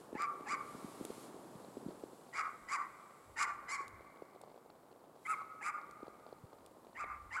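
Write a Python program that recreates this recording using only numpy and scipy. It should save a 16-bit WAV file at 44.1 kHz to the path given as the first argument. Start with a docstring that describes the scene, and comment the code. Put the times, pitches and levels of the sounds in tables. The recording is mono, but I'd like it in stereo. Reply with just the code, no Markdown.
"""A snowy field by a forest: a hound bays in pairs of high barks, each a gliding stack of partials that turns hoarse.
The forest edge throws each bark back as a blurred burst of noise and the trees ring on.
Close to the microphones, gloved hands make the camera housing creak and knock in short sagging swings.
Shaped noise gives a sleeve that rustles, a zoom motor that whirrs for a while, microphone hiss,
and light wind that rumbles at the two ports."""
import sys
import numpy as np
from scipy import signal
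from scipy.fft import rfft, irfft, next_fast_len
from scipy.io import wavfile
from scipy.ndimage import uniform_filter1d, map_coordinates

SR = 44100
rng = np.random.default_rng(int(sys.argv[2]) if len(sys.argv) > 2 else 0)


def volts_from_db(level):
    """Convert decibel levels to linear amplitude ratios."""
    exponent = np.asarray(level, float) / 20
    return 10 ** exponent


def wav_out(sig):
    """Save sig, one row per channel (or a flat mono array), as 16-bit PCM at SR to the path in sys.argv[1]."""
    wavfile.write(sys.argv[1], SR, np.round(np.clip(np.atleast_2d(sig).T, -1, 1) * 32767).astype(np.int16))


N = 326340

# colour of microphone hiss, also behind sleeve and plastic ticks: pitch_hz, relative density_db [dB per Hz]
HISS_COLOUR = [(900, -16), (2000, -0.5), (4200, 1.5), (6100, -2), (7400, 2.5), (15600, -1.5)]


def unit(x):
    """Scaled to rms 1."""
    return x / np.sqrt(np.mean(np.abs(x) ** 2) + 1e-20)


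def along(points, hz):
    """(Hz, value) points read on a log frequency axis."""
    f, v = np.transpose(points)
    return np.interp(np.log(hz + 1), np.log(f + 1), v)


def curves(rows, t):
    """One value per time for each column after the first."""
    s, *cols = np.transpose(rows)
    return [np.interp(t, s, c) for c in cols]


def wobble(rate, size):
    """A smooth random curve, rate knots a second."""
    knots = rng.standard_normal(int(size * rate / SR) + 4)
    return map_coordinates(knots, [np.arange(size) * rate / SR])


def coloured(x, spectrum):
    """x through the gains of (Hz, dB) points."""
    m = next_fast_len(x.shape[-1] + 8192)
    gain = volts_from_db(along(spectrum, np.fft.rfftfreq(m, 1 / SR)))
    return irfft(rfft(x, m) * gain, m)[..., :x.shape[-1]]


def resonant(modes, x):
    """x gathered in bands of (centre Hz, width Hz between the -12 dB points, dB), at rms 1."""
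    hz = np.fft.rfftfreq(x.shape[-1], 1 / SR)
    gain = sum(volts_from_db(db) / (1 + ((hz - c) / w * 2) ** 2) ** 2 for c, w, db in modes)
    return unit(irfft(rfft(x) * gain, x.shape[-1]))


def pair(a, b, alike):
    """Left and right from two unrelated sounds; negative likeness puts the ports out of phase."""
    u = np.arccos(np.clip(alike, -1, 1)) / 2
    return np.array([np.cos(u) * a + np.sin(u) * b, np.cos(u) * a - np.sin(u) * b])


def hiss():
    """The microphones' own steady noise, nearly unrelated at the two ports."""
    left, right = map(unit, coloured(rng.standard_normal((2, N)), HISS_COLOUR))
    return volts_from_db(-74.5) * pair(left, right, alike=0.11)


def wind():
    """Low lumps of air push the two ports in opposite directions, a little harder on the right."""
    # strength of the wind, before the random lumps: time_s, level_db
    gusts = [(0, -77), (.5, -69), (1.2, -89), (2.4, -69), (3.2, -80), (3.33, -57), (3.8, -70), (4.0, -57),
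             (4.3, -81), (6.85, -70.5), (7.1, -53), (7.4, -61)]
    # colour of moving air at a port: pitch_hz, relative density_db [dB per Hz]
    rumble = [(15, -19), (60, -2.5), (100, -4.5), (200, -49)]
    wind_db = curves(gusts, np.arange(N) / SR)[0]
    a, b = coloured(rng.standard_normal((2, N)), rumble)
    lumps_db = 4.5 * wobble(11, N)
    air = pair(unit(a), unit(b), alike=-.85)
    return volts_from_db(wind_db + lumps_db) * air * volts_from_db([[-.9], [.9]])


def zoom_motor():
    """The zoom motor whirrs as a narrow band of noise."""
    # whirr of the motor: time_s, level_db
    whirr_levels = [(1.2, -100), (1.6, -79), (3.3, -78), (3.5, -100)]
    # band of the whirr: centre_hz, width_hz, gain_db
    whirr_band = [(7760, 900, -3)]
    whirr_db = curves(whirr_levels, np.arange(N) / SR)[0]
    return volts_from_db(whirr_db) * resonant(whirr_band, rng.standard_normal((2, N)))


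def sleeve():
    """Cloth brushes the camera: broad noise that swells and sinks."""
    # rustle before the last treble cut: time_s, level_db
    brushing = [(0, -62.5), (.11, -68), (.55, -65), (.7, -59), (1.24, -55.5), (1.31, -62.5), (3.6, -70.5),
                (5.1, -86), (5.21, -72), (5.3, -60), (5.5, -74.5)]
    a, b = map(unit, coloured(rng.standard_normal((2, N)), HISS_COLOUR))
    cloth = coloured(pair(a, b, alike=0.34), [(11500, -2), (14000, -16)])
    return volts_from_db(curves(brushing, np.arange(N) / SR)[0]) * cloth


def pushes(start_s, db, hz, turns, tick_db):
    """Soft pushes on the housing: a swing of few cycles whose pitch sags, with a dry tick near its start."""
    t = np.arange(1600) / SR
    u = hz[:, None] * t  # time in nominal cycles
    swing = np.sin(2 * np.pi * u * (1.5 - 0.22 * u))
    swing = swing * u ** 1.75 * np.exp(-u / turns) * (u < 4)
    swing /= np.abs(swing).max(1)[:, None]
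    # higher pushes tick louder
    tick = volts_from_db(tick_db) * (hz[:, None] / 500) * rng.standard_normal(u.shape)
    tick = tick * np.exp(-np.abs(t - .003) / 0.00084)
    at = np.round(start_s * SR).astype(int)[:, None] + np.arange(len(t))

    def placed(grains):
        """All grains at their level, summed on the time line."""
        weighted = volts_from_db(db)[:, None] * grains
        return np.bincount(at.ravel(), weighted.ravel(), N + len(t) + SR)[:N]
    return placed(swing) + coloured(placed(tick), [(1500, -4), (4500, 1), (7000, -19), (14000, -24)])


def hands(per_s=85, spread_db=3.5):
    """The grip creaks as scattered small pushes over a low murmur of friction; a lighter grip creaks higher."""
    # murmur under the gloves; the scattered creaks follow it: time_s, level_db
    grip = [(0, -57.5), (1.1, -54), (1.9, -56), (2.5, -62.5), (6.9, -62), (7.2, -65)]
    # colour of the friction: pitch_hz, relative density_db [dB per Hz]
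    friction = [(60, -34), (120, -8.5), (327, -4), (1100, -9.5), (3500, -43)]
    creak_db = curves(grip, np.arange(N) / SR)[0]
    when, size, pitch = rng.random((int(per_s * N / SR), 3)).T
    size_db = np.minimum(-spread_db * np.log(size), 15)  # a few pushes stand out
    lighter_db = creak_db.max() - creak_db[(when * N).astype(int)]
    hz = 220 * 2 ** (pitch + lighter_db / 9)
    grains = pushes(when * N / SR, size_db, hz, turns=0.39, tick_db=-9.5)
    a, b = coloured(rng.standard_normal((2, N)), friction)
    murmur = pair(unit(a), unit(b), alike=0.6)
    return volts_from_db(creak_db) * (volts_from_db(-4.5) * unit(grains) + murmur)


def knocks():
    """The loud knocks on the housing, alike at both ports."""
    # knocks, all begun a fixed 2.05 ms later: start_s, swing peak_db, nominal pitch_hz (sags from 1.5 times it)
    blows = [(0.126, -35.5, 347), (0.149, -33.5, 285), (0.745, -41, 247), (0.842, -37, 231.2),
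             (1.007, -34.5, 282), (1.047, -37.5, 356), (1.1, -34.5, 325), (1.549, -44, 179),
             (1.767, -35.5, 348), (1.859, -34.5, 214), (1.882, -37, 290), (2.034, -34.5, 390),
             (4.219, -37.5, 426), (4.358, -45, 504), (4.434, -43.5, 613), (4.473, -46.5, 605),
             (4.498, -50, 600), (4.513, -49, 597), (4.54, -50, 516), (4.574, -46, 602), (4.658, -48, 489),
             (5.038, -49.5, 610), (5.093, -49.5, 504), (5.159, -47.5, 590), (6.002, -47.5, 712),
             (6.027, -38, 340.2), (6.078, -39.5, 457), (6.262, -42.5, 610), (6.324, -39.5, 452),
             (6.433, -47, 115.8), (6.529, -45.5, 574), (7.038, -39, 620)]
    s, db, hz = np.transpose(blows)
    return pushes(s + 0.00205, db, hz, turns=0.42, tick_db=-14.5) * np.ones((2, 1))


def plastic_ticks():
    """Plastic slips: dry bursts of noise that fall 60 dB in 11 ms."""
    # ticks: start_s, level_db of the noise before it is coloured
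    slips = [(0.221, -37), (1.051, -31), (3.8802, -44), (4.415, -45.5), (5.911, -48.5), (6.6622, -45.5)]
    out = np.zeros((2, N))
    t = np.arange(400) / SR
    for start_s, level_db in slips:
        tick = pair(*rng.standard_normal((2, len(t))), alike=0.14) * volts_from_db(level_db - 60 * t / 0.011)
        tick = coloured(coloured(tick, HISS_COLOUR), [(11000, -2.5), (15000, -19)])
        out[:, round(start_s * SR):][:, :len(t)] += tick
    return out


def forest(echo_db, delay_s, tail_db=-11, blur_s=0.073):
    """A cluster of trunks at the edge answers together; the wood behind dies away band by band."""
    # ringing of the wood: pitch_hz, t60_s
    trees = [(700, 1.92), (2200, 2.35), (5000, 0.77)]
    # colour of the echoes over snow: pitch_hz, gain_db
    snow = [(1200, -1.5), (2300, -9), (3500, -15), (10000, -17)]
    hz, t, z = signal.stft(rng.standard_normal((2, int(1.6 * SR))), SR, nperseg=256)
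    decay = volts_from_db(-60 * t / along(trees, hz)[:, None])
    tail = signal.istft(z * decay, SR, nperseg=256)[1]
    t = np.arange(tail.shape[1]) / SR
    tail = tail * np.clip(t / delay_s, 0, 1)
    # the edge swells and fades around its delay, blur_s wide between the 1/e points
    edge = rng.standard_normal(tail.shape) * np.exp(-np.abs(t - delay_s) / blur_s * 2)
    edge = volts_from_db(echo_db) * edge / np.linalg.norm(edge[0])
    tail = volts_from_db(tail_db) * tail / np.linalg.norm(tail[0])
    return pair(*coloured(edge + tail, snow), alike=0.71)


def bark(contour, level_db, mid_hoarse, over_db, upper_db, tilt_db):
    """Vocal folds on a rising and falling pitch; when hoarse, flutter and random shake split each partial."""
    # upper resonances of the throat: centre_hz, width_hz, gain_db
    throat = [(2853, 260, 11.5), (4360, 5900, 7), (4880, 230, 18), (5800, 1700, -8.5), (7340, 1370, 5),
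              (9640, 2420, -13.5)]
    # lower resonances of the mouth: centre_hz, width_hz, gain_db
    mouth = [(850, 300, -7), (1400, 960, -0.5), (2160, 660, 0)]
    # what the open muzzle lets out of a partial that glides through: pitch_hz, gain_db
    muzzle = [(850, 7.5), (990, -11), (1100, -3), (1400, 6), (1700, -10), (2000, -3.5), (2300, -8),
              (2500, -23), (2750, -28.5), (3100, -34), (3500, -42)]
    flutter_hz, shake_hz = 170, 300
    swell_db, calm = 8.5, 0.11  # growth of effort; hoarseness at the ends, 0-1
    rise_s, fade_s = 0.011, 0.0174

    t = np.arange(0, contour[-1][0] - contour[0][0], 1 / SR)
    size = len(t)
    # the folds start a little high (Hz) and drop (s) onto the lowest pitch
    pitch = curves(contour, t + contour[0][0])[0] + 171 * np.exp(-t / 0.00702)
    ahead = np.clip(1 - t / (0.53 * t[-1]), 0, 1)  # what is left of the swell
    effort_db = level_db - swell_db * ahead
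    # the first partial starts weaker than the overtones while the muzzle opens
    first_db = effort_db - 16.5 * ahead + along(muzzle, pitch)
    second_db = effort_db + over_db + along(muzzle, 2 * pitch)
    # a yelp: the third partial is strongest at the onset
    third_db = effort_db + over_db + along(muzzle, 3 * pitch) + 9 * ahead

    # the folds lose their regular beat just past the middle, at full effort
    bump = np.exp(-((np.linspace(0, 1, size) - .57) / 0.26) ** 2)
    hoarse = np.clip(calm + (mid_hoarse - calm) * bump, 0, 1)
    waver = 1 + .015 * wobble(flutter_hz / 2, size)
    phase = 2 * np.pi * np.cumsum(uniform_filter1d(pitch, size=300) * waver) / SR
    turn = 2 * np.pi * np.cumsum(flutter_hz * (1 + 0.098 * wobble(16.2, size))) / SR
    flutter = 0.59 * np.exp(1j * turn)  # a second line above each partial

    def partial(k, spread):
        """Multiple k of the pitch, its size and phase shaken in step with hoarseness."""
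        shake = wobble(shake_hz * spread, size) + 1j * wobble(shake_hz * spread, size)
        share = 1 - (1 - hoarse) ** spread
        unsteady = np.sqrt(1 - share) + np.sqrt(share) * (flutter + 0.25 * shake)
        return np.real(unsteady * np.exp(1j * k * phase)) * np.sqrt(2)

    # breath in bursts, a puff a cycle
    torn = volts_from_db(3.3 * wobble(flutter_hz, size)) * (1 + np.cos(phase)) * rng.standard_normal(size)
    high = sum(partial(k, k) for k in range(4, 12))
    upper = resonant(throat, high * (1 - hoarse) + 4.5 * np.sqrt(hoarse) * torn)
    upper = unit(coloured(upper, [(5000, 0), (10000, tilt_db)]))
    upper = volts_from_db(upper_db) * upper * np.sqrt(np.hanning(size))
    # turbulent air rings the open mouth; it grows with the upper partials
    rasp = volts_from_db(5 + .5 * upper_db) * np.sqrt(hoarse) * resonant(mouth, rng.standard_normal(size))

    voice = volts_from_db(first_db) * partial(0.99, 0.93)  # a shade under the pitch
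    voice = voice + volts_from_db(second_db) * partial(2, 1.5) + volts_from_db(third_db) * partial(3, 3.4)
    effort = np.hypot(volts_from_db(first_db), 2 * volts_from_db(second_db))
    voice = voice + effort * (upper + rasp)
    return voice * np.clip(np.minimum(t / rise_s, (t[-1] - t) / fade_s), 0, 1)


def hound():
    """Every bark, direct and with a new answer from the forest."""
    # one list for each bark, before the high onset is added: time_s, pitch_hz
    contours = [
        [(.142, 786), (.165, 839), (.195, 1175), (.24, 1200), (.272, 1089)],
        [(.456, 788), (.474, 825), (.5, 1106), (.535, 1211), (.566, 1025)],
        [(2.325, 849), (2.35, 1063), (2.375, 1082), (2.395, 1275), (2.432, 980)],
        [(2.676, 912), (2.71, 1069), (2.742, 1193), (2.778, 917)],
        [(3.358, 877), (3.375, 881), (3.4, 1104), (3.425, 1201), (3.462, 965)],
        [(3.676, 818), (3.692, 1001), (3.71, 1027), (3.73, 1164), (3.775, 968)],
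        [(5.248, 990), (5.265, 995), (5.282, 1316), (5.325, 1277), (5.354, 1000)],
        [(5.605, 776), (5.62, 799), (5.635, 1140), (5.69, 1258), (5.716, 950)],
        [(6.947, 850), (6.96, 864), (6.975, 1028), (6.99, 1058), (7.002, 1233), (7.037, 1189), (7.056, 916)],
        [(7.303, 891), (7.32, 859), (7.332, 1003), (7.36, 1126), (7.37, 1467), (7.386, 1483), (7.407, 1060)],
    ]
    # manner of each bark: level_db before swell and muzzle, hoarseness mid-bark [0-1], overtones_db,
    # upper partials_db, tilt_db toward 10 kHz, echo_db of the forest edge before its colour
    manners = [(-36.5, 0.33, -4.5, -21.5, 4, -4.5), (-37, 0.21, -0.5, -15, 12.5, -3.5),
               (-39, 0.6, 1, -15, 10, 2), (-36, 0.23, -2, -13, 15, 1), (-34.5, 0.39, 0, -10.5, 13.5, -0.5),
               (-41, 0.05, 4, -10.5, 13, 3), (-37, 0.17, 3.5, -20.5, 33, -4),
               (-39.5, 0.55, 2, -16, 23, -1.5), (-41.5, 0.67, 2, -24.5, 15, 2.5),
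               (-41, 0.2, 4, -21.5, 13, 10)]
    # the dog runs away from the forest edge: time_s, echo delay_s
    distance = [(3.7, 0.062), (5.3, 0.073), (7.3, 0.1)]
    # the microphone pair: pitch_hz, left over right_db
    left_over_right = [(2500, 2.5), (5000, -5.5)]
    lean_left = [(hz, db / 2) for hz, db in left_over_right]
    lean_right = [(hz, -db / 2) for hz, db in left_over_right]
    out = np.zeros((2, N + 2 * SR))
    for contour, (*manner, echo_db) in zip(contours, manners):
        voice = bark(contour, *manner)
        start_s = contour[0][0]
        start = round(start_s * SR)
        answer = forest(echo_db, *curves(distance, start_s))
        wet = signal.fftconvolve(voice[None], answer, axes=1)
        out[:, start:start + wet.shape[1]] += wet
        out[0, start:start + len(voice)] += coloured(voice, lean_left)
        out[1, start:start + len(voice)] += coloured(voice, lean_right)
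    return out[:, :N]


def scene():
    """Air and microphones behind, hands at the camera, and the dog across the field."""
    background = hiss() + wind()
    handling = zoom_motor() + sleeve() + hands() + knocks() + plastic_ticks()
    return background + handling + hound()


def low_pass(x):
    """Removes everything above the highest recorded frequency."""
    return signal.sosfilt(signal.butter(12, 15700, fs=SR, output="sos"), x)


def record(dry):
    """The finished mix as the camera keeps it."""
    return low_pass(dry)


dry = scene()
out = record(dry)
wav_out(out)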